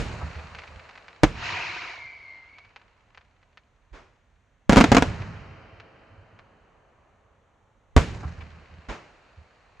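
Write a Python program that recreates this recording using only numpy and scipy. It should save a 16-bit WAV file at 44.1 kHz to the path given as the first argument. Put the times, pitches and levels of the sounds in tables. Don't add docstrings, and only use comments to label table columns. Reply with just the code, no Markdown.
import sys
import numpy as np
from scipy import signal
from scipy.fft import rfft, irfft, next_fast_len
from scipy.io import wavfile
from scipy.ndimage import uniform_filter1d

SR = 44100
rng = np.random.default_rng(int(sys.argv[2]) if len(sys.argv) > 2 else 0)


def dump_mix(stems):
    frames = np.atleast_2d(stems).T
    limited = np.clip(frames, -1, 1)
    pcm = np.round(limited * 32767).astype(np.int16)
    wavfile.write(sys.argv[1], SR, pcm)


N = 432180
LEAD_S = .5
TIME = np.arange(-round(LEAD_S * SR), N) / SR


def amp(db):
    return 10 ** (np.asarray(db) / 20)


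def unit_rms(x):
    return x / np.sqrt(np.mean(x ** 2) + 1e-20)


def lookup(table, hz, column=1):
    columns = np.transpose(table)
    return np.interp(np.log(hz + 1), np.log(columns[0] + 1), columns[column])


def add(mix, at_s, sound):
    part = mix[..., max(round((at_s + LEAD_S) * SR), 0):][..., :sound.shape[-1]]
    part += sound[..., :part.shape[-1]]


def seconds(size):
    return np.arange(size) / SR


def swell(t, rise_s):
    u = np.maximum(t, 0) / rise_s
    return u * np.exp(1 - u)


def convolve(response, pulse):
    return signal.fftconvolve(response, pulse[None], axes=1)[:, :len(pulse)]


def colour(x, spectrum, size=4096):
    log_gain = np.log(amp(lookup(spectrum, abs(np.fft.fftfreq(size, 1 / SR)))))
    taps = np.fft.ifft(np.exp(np.conj(signal.hilbert(log_gain)))).real[:size // 2]
    return signal.oaconvolve(np.atleast_2d(x), taps[None], axes=1)[:, :x.shape[-1]]


def clumps(size, depth_db, span):
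    drift = unit_rms(uniform_filter1d(rng.standard_normal(size), span))
    return unit_rms(amp(depth_db * drift))


# f/Hz, side re mid/dB
STEREO_WIDTH = [(30, -22.5), (150, -15.5), (500, -8), (2000, -8.5), (4000, -4), (8000, -13), (14000, -5)]

def diffuse(size, spectrum=None):
    n_fft = next_fast_len(size, True)
    hz = np.fft.rfftfreq(n_fft, 1 / SR)
    mid, side = rfft(rng.standard_normal((2, n_fft)))
    side = side * amp(lookup(STEREO_WIDTH, hz))
    gain = 1 if spectrum is None else amp(lookup(spectrum, hz))
    return unit_rms(irfft(np.array([mid + side, mid - side]) * gain, n_fft)[:, :size])


def echoes(bands, size, clump_db=0, stretch=1):
    hz, t, bins = signal.stft(diffuse(size), SR, nperseg=256, noverlap=192)
    t60_s = stretch * lookup(bands, hz, column=2)[:, None]
    level_db = lookup(bands, hz)[:, None] - 60 * t / t60_s
    bins = bins * amp(level_db) * clumps(len(t), clump_db, span=14)
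    return signal.istft(bins, SR, nperseg=256, noverlap=192)[1][:, :size] / np.sqrt(SR)


# f/Hz, density/dB
NIGHT_SPECTRUM = [(15, -34.5), (25, -6.5), (98, -5.5), (115, -11), (243, -19.5), (301, -21.5), (344, -25.5),
                  (475, -22), (1910, -25), (2240, -27.5), (2560, -30.5), (3930, -36), (5010, -47.5),
                  (6200, -35), (15000, -62.5)]

def night(level_db=-65.5):
    return amp(level_db) * diffuse(len(TIME), NIGHT_SPECTRUM)


# f/Hz, density/dB
GAS_SPECTRUM = [(60, -3.5), (200, -6.5), (300, -3), (600, -5), (1100, -5.5), (2400, -10.5), (3500, -19.5),
                (6500, -24.5), (9000, -37.5), (14000, -61)]
# t/s, thump level/dB, thump f/Hz, rush level/dB, rush delay/s, rush rise/s
MORTAR_SHOTS = [(3.915, -37.5, 43, -47.5, 0.013, 0.024), (8.882, -30, 52.1, -34, 0.0029, 0.017)]

def mortars(echo_db=-20, echo_rise_s=.099):
    out, t = np.zeros((2, len(TIME))), seconds(SR)
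    push = swell(t, rise_s=.012) ** 2
    for at_s, thump_db, hz, rush_db, delay_s, rise_s in MORTAR_SHOTS:
        add(out, at_s, amp(thump_db) * push * np.sin(2 * np.pi * hz * t))
        rush = swell(t - delay_s, rise_s) ** .62 + amp(echo_db) * swell(t - delay_s, echo_rise_s)
        add(out, at_s, amp(rush_db) * rush * diffuse(len(t), GAS_SPECTRUM))
    return out


def snap(bandwidth_hz, scatter_db, decay_s):
    t = seconds(2400)
    u = np.pi * bandwidth_hz * t
    pulse = (u - 1) * np.exp(-u)
    scatter = diffuse(len(t)) * np.exp(-t / decay_s) / np.sqrt(decay_s * SR / 2)
    return pulse + amp(scatter_db) * convolve(scatter, pulse)


# f/Hz, density/dB
SIZZLE_SPECTRUM = [(100, -14), (300, -10), (500, 3), (1300, 1.5), (2700, -2.5), (3400, -13.5), (4300, -8),
                   (5100, -17.5), (7000, -18), (9000, -29), (15000, -45.5)]
# f/Hz, gain/dB
SNAP_EQ = [(100, -50), (400, -9.5), (800, 1.5), (2400, 9), (3400, 1.5), (4500, 0.5), (7000, -10),
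           (9000, -30), (15000, -30)]
# t/s, hiss level/dB, hiss fade/(dB/s), tick level/dB
CLOUDS = [(-.3, -42.5, 12.5, -28.5), (1.9, -69, 5, -59.5), (8.0, -58, 3, -39.5)]

def crackle(count=700, rise_s=.4, tick_fade_db_per_s=7):
    hiss_gain, tick_gain = np.zeros((2, len(TIME)))
    for at_s, hiss_db, hiss_fade_db_per_s, tick_db in CLOUDS:
        lit = np.clip((TIME - at_s) / rise_s, 0, 1)
        age_s = np.maximum(TIME - at_s - rise_s, 0)
        hiss_gain = np.hypot(hiss_gain, lit * amp(hiss_db - hiss_fade_db_per_s * age_s))
        tick_gain = np.hypot(tick_gain, lit * amp(tick_db - tick_fade_db_per_s * age_s))
    ticks = np.zeros((2, len(TIME)))
    for when, size in rng.random((count, 2)):
        i = int(when * len(TIME))
        tick = snap(bandwidth_hz=3000, scatter_db=2, decay_s=.0037)
        add(ticks, TIME[i], size ** 2 * tick_gain[i] * tick)
    return colour(ticks, SNAP_EQ) + hiss_gain * diffuse(len(TIME), SIZZLE_SPECTRUM)


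# t/s, relative level/dB, bandwidth/Hz
STAR_POPS = [(0.354, -31, 1270), (0.5491, -26.5, 1760), (0.5881, -25, 2360), (0.6366, -31.5, 1270),
             (0.6736, -36, 2040), (0.7956, -33.5, 1550), (0.8936, -33.5, 1750), (0.9554, -33.5, 1670),
             (0.9766, -31.5, 1770), (1.0824, -30, 1530), (2.5847, -33.5, 2260), (2.6489, -41, 2130),
             (2.7616, -30.5, 1477), (2.8155, -43.5, 1445), (3.1477, -39, 1800), (3.1751, -33, 1500),
             (3.2121, -44.5, 1340), (3.4291, -47, 1517), (3.5737, -33, 2258), (5.2193, -28, 1680),
             (5.8001, -32, 1866), (6.3905, -36.5, 1370)]

def pops(gain_db=2, scatter_db=-4, decay_s=.0095):
    out = np.zeros((2, len(TIME)))
    for at_s, db, bandwidth_hz in STAR_POPS:
        add(out, at_s, amp(db) * snap(bandwidth_hz, scatter_db, decay_s))
        ground_s = rng.uniform(.00391, .004002)
        add(out, at_s + ground_s, amp(db) * snap(bandwidth_hz, scatter_db, decay_s))
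    return amp(gain_db) * colour(out, SNAP_EQ)


# f/Hz, density/dB
JET_SPECTRUM = [(150, -42), (250, -33), (294, -16), (619, -17), (716, -5), (829, -17.5), (928, -3),
                (1090, -8.5), (1800, -7.5), (2340, -7), (2840, -8), (3450, -18), (3990, -14.5),
                (6810, -26.5), (12000, -73.5), (15600, -113), (22000, -120)]

def comets(full_s=1.455, burn_s=.45, full_db=-30, sputter_db=3):
    rise_db_per_s, sag_db_per_s, out_db_per_s = 150, 21.5, 60
    echo_start_db, echo_fade_db_per_s, dull_db_per_octave_s = -15, 16, 3.5
    hz, t, bins = signal.stft(diffuse(len(TIME), JET_SPECTRUM), SR, nperseg=512)
    sputter = uniform_filter1d(rng.standard_normal(bins.shape), 3, axis=1)
    sputter = unit_rms(uniform_filter1d(sputter, 24, axis=0))
    age_s = t - LEAD_S - full_s
    early_s, burnt_s, spent_s = np.maximum([-age_s, age_s, age_s - burn_s], 0)
    jet_db = -sag_db_per_s * burnt_s - out_db_per_s * spent_s
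    echo_db = echo_start_db - echo_fade_db_per_s * burnt_s
    level_db = full_db - rise_db_per_s * early_s + np.maximum(jet_db, echo_db)
    octaves = np.log2(np.maximum(hz, 200) / 2000)[:, None]
    dull_db = dull_db_per_octave_s * np.minimum(spent_s, 1) * octaves
    bins = bins * amp(level_db - dull_db + sputter_db * sputter)
    return signal.istft(bins, SR, nperseg=512)[1][:, :len(TIME)]


# t/s, length/s, start f/Hz, target f/Hz, level/dB, width/Hz
WHISTLE_TONES = [(1.4, .56, 2800, 2215, -36.5, 300), (1.761, 0.67, 2322, 2220, -44.5, 120),
                 (1.959, 0.24, 2190, 2076, -43.5, 14), (2.209, 0.3, 2142, 2086, -45.5, 5),
                 (2.441, 0.28, 2125, 2294, -53, 85)]

def whistles(settle_share=.37, peak_share=.32, octave_db=-23, flutter=.34, rasp_rad=.5):
    out = np.zeros((2, len(TIME)))
    for at_s, length_s, start_hz, target_hz, db, width_hz in WHISTLE_TONES:
        progress = np.arange(0, length_s, 1 / SR) / length_s
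        hz = target_hz + (start_hz - target_hz) * np.exp(-progress / settle_share)
        arch = np.sin(np.pi / 2 * np.interp(progress, [0, peak_share, 1], [0, 1, 0]))
        drifts = uniform_filter1d(uniform_filter1d(rng.standard_normal((4, 2 * SR)), 130), 130)
        wander, left, right, grit = (unit_rms(drift[:len(progress)]) for drift in drifts)
        phase = 2 * np.pi * np.cumsum(hz + .577 * width_hz * wander) / SR
        overtone = amp(octave_db) * np.sin(2 * (phase + rasp_rad * grit))
        tone = unit_rms(np.sin(phase) + overtone)
        flicker = 1 + flutter * np.array([left, (left + right) / np.sqrt(2)])
        add(out, at_s, amp(db) * arch * tone * flicker)
    return out


# f/Hz, power per second/dB, t60/s
GROUND_BANDS = [(40, -6, 0.97), (150, 0, 0.68), (400, 8.5, 0.29), (1000, 10, 0.14), (3020, 2, 0.5),
                (7000, 3.5, 0.29), (14000, 5, 0.23)]
BUILDING_BANDS = [(30, -15, 1.5), (70, -8, 1.8), (130, -8, 0.39), (300, -12, 1.8), (600, -11.5, 1.4),
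                  (1500, -10.5, 2.1), (3100, -9, 0.53), (3500, -7, 0.65), (3960, -8.5, 1.4),
                  (7000, -11.5, 1.2), (10000, -12, 0.84), (15000, -16.5, .4)]
HILL_BANDS = [(30, -32, 7.2), (99, -19, 4), (280, -36, 6.8), (500, -25, 7.8), (1000, -28, 9.3),
              (1980, -20, 4.7), (3270, -17.5, 4.6), (3240, -27.5, 2.8), (4300, -26, 5.4),
              (7000, -24.5, 1.1), (12000, -51.5, 1)]
# f/Hz, density/dB
RUMBLE_SPECTRUM = [(20, -21.5), (50, 0.5), (85, 2), (160, -0.5), (220, -11), (330, -20), (700, -41),
                   (3000, -73)]

def landscape(roll_rise_s=.049, rumble_db=-29, rumble_rise_s=.13):
    t = seconds(2 * SR)
    response = echoes(HILL_BANDS, 5 * SR, clump_db=.5)
    facets = clumps(len(t), depth_db=1.4, span=130)
    roll = echoes(BUILDING_BANDS, len(t), clump_db=2) * facets * (1 - np.exp(-t / roll_rise_s))
    rumble = amp(rumble_db) * swell(t, rumble_rise_s) * diffuse(len(t), RUMBLE_SPECTRUM) / np.sqrt(SR)
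    response[:, :len(t)] += roll + rumble
    response[:, :SR // 2] += echoes(GROUND_BANDS, SR // 2)
    return response


# delay/s, level re distant echo/dB, rise/s
ECHO_THUDS = [(.13, -43.5, 0.008), (.278, -37.5, .018), (.405, -47, 0.031), (.555, -53.5, .03),
              (.725, -56.5, 0.049), (.81, -50.5, 0.01), (1.405, -52.5, .016)]
# delay/s, level re distant echo/dB, f/Hz, rise/s
ECHO_SLAPS = [(.265, -47, 750, .009), (.44, -52.5, 1490, .007)]

def wall_echoes(big_push_ms=3.3, big_thud_hz=75.3, roughness=.35):
    db_per_doubling, octaves_per_doubling = 5.5, -.25
    out, t = np.zeros((2, len(TIME))), seconds(10000)
    for at_s, db, push_ms, *_, echo_db in SHELL_BURSTS:
        doublings = np.log2(push_ms / big_push_ms)
        sent_db = db + echo_db + db_per_doubling * doublings
        thud = np.sin(2 * np.pi * big_thud_hz * 2 ** (octaves_per_doubling * doublings) * t)
        for delay_s, wall_db, rise_s in ECHO_THUDS:
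            body = thud + roughness * diffuse(len(t), RUMBLE_SPECTRUM)
            add(out, at_s + delay_s, amp(sent_db + wall_db) * swell(t, rise_s) * body)
        for delay_s, wall_db, hz, rise_s in ECHO_SLAPS:
            band = [(hz / 5, -30), (hz / 3.9, -2), (hz * 1.7, 0), (hz * 3, -18), (hz * 9, -45)]
            add(out, at_s + delay_s, amp(sent_db + wall_db) * swell(t, rise_s) * diffuse(len(t), band))
    return out


def shock_front(t, push_s):
    return (1 - t / push_s) * np.exp(-t / push_s)


# f/Hz, power per second/dB, t60/s
SCATTER_BANDS = [(40, 7.5, 0.16), (150, 14.5, 0.11), (400, 19, .05), (1000, 25, .04), (3000, 22, 0.053),
                 (6800, 22.5, 0.043), (14000, 19, 0.012)]
# f/Hz, gain/dB
BLAST_EQ = [(15, -13), (40, 3.5), (100, 0), (300, -1.5), (600, 0), (1000, 1.5), (2300, 3), (3400, 0.5),
            (5000, -1), (7000, 2), (9000, -4.5), (12000, -11.5), (16000, -15.5)]
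# t/s, level/dB, push/ms, ground delay/ms, scatter/dB, ring f/Hz, distant echo/dB
SHELL_BURSTS = [(-.055, 7.5, 3.2, 5.7, 2, 200, 3), (1.234, 12, 1.1, 6.6, -1.5, 303.2, -8),
                (4.6950, 8, 1.1, 3.6, -5, 206, 5.5), (4.7239, -2, .9, 4.2, -1, 205, 6),
                (4.7312, 4, 1.1, 4.2, -4, 207, 2.5), (4.7603, 1, 0.63, 4.2, 0, 262, 3),
                (4.7695, 11, 1.5, 5, -1.5, 216, 0.5), (4.7785, 4, 1.2, 5.3, 3.5, 257, 2),
                (4.7860, 2, .8, 4.1, 2.5, 270, 0.5), (4.8044, 0.5, .9, 3.8, -3, 258, 0.5),
                (4.8100, 8.5, .8, 4.3, 2, 243, -3.5), (4.8412, 5.5, .7, 4.4, 0, 282, -2),
                (4.918, 6, 1.3, 7.3, 3.5, 228, 3), (4.948, 3, .7, 4.2, 2.5, 260, 1.5),
                (4.9676, 5.5, .7, 4.4, 6, 257, -3), (4.9823, 0.5, 0.8, 4.2, 1, 265, 1),
                (5.0238, 2, .7, 4.2, -1.5, 260, 1), (7.965, 7.5, 2.8, 13.5, -1.5, 250.5, 3)]

def shells(ground_gain=.41, ground_smooth_s=.00005, scatter_rise_s=.00037, far_push_s=.0011):
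    ring_db, ring_rise_s = -16, .0045
    close, sent, t = np.zeros((2, len(TIME))), np.zeros(len(TIME)), seconds(6000)
    pole = np.exp(-1 / (ground_smooth_s * SR))
    for at_s, db, push_ms, ground_ms, scatter_db, ring_hz, echo_db in SHELL_BURSTS:
        shock = amp(db) * shock_front(t, push_ms / 1000)
        stretch = push_ms ** .38
        scatter = echoes(SCATTER_BANDS, len(t), stretch=stretch)
        scatter *= (1 - np.exp(-t / scatter_rise_s)) / np.sqrt(stretch)
        ragged = shock + amp(scatter_db) * convolve(scatter, shock)
        ring = amp(db + ring_db) * swell(t, ring_rise_s) * np.cos(2 * np.pi * ring_hz * t)
        add(close, at_s, ragged + ring)
        bounce = ground_gain * signal.lfilter([1 - pole], [1, -pole], ragged)
        add(close, at_s + ground_ms / 1000, bounce)
        far = amp(db + echo_db) * shock_front(t, far_push_s)
        brightness = amp(-15) * push_ms ** 1.6
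        add(sent, at_s, far + brightness * np.diff(far, prepend=0))
    return colour(close + convolve(landscape(), sent), BLAST_EQ)


def scene():
    mix = night() + shells() + wall_echoes() + pops() + crackle() + mortars() + comets() + whistles()
    return mix[:, -N:]


# f/Hz, left re right/dB
CAPSULE_BALANCE = [(30, -9.5), (70, -3), (140, -0.74), (1000, -0.6), (2000, 0.27), (4000, 0), (12000, 0)]
# f/Hz, gain/dB
MIC_EQ = [(10, -21), (24, -11), (38, 1.5), (1000, -0.5), (7000, -2), (9000, -5.5), (12000, -11),
          (16000, -20)]

def record(dry, ceiling=.9, cutoff_hz=16000):
    balance_db = lookup(CAPSULE_BALANCE, np.fft.rfftfreq(N, 1 / SR)) * np.array([[.5], [-.5]])
    heard = irfft(rfft(dry) * amp(balance_db), N)
    clipped = ceiling * np.tanh(heard / ceiling)
    lowpass = signal.firwin(511, cutoff_hz, window=("kaiser", 9), fs=SR)
    return signal.oaconvolve(colour(clipped, MIC_EQ, size=16384), lowpass[None], "same")


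dry = scene()
out = record(dry)
dump_mix(out)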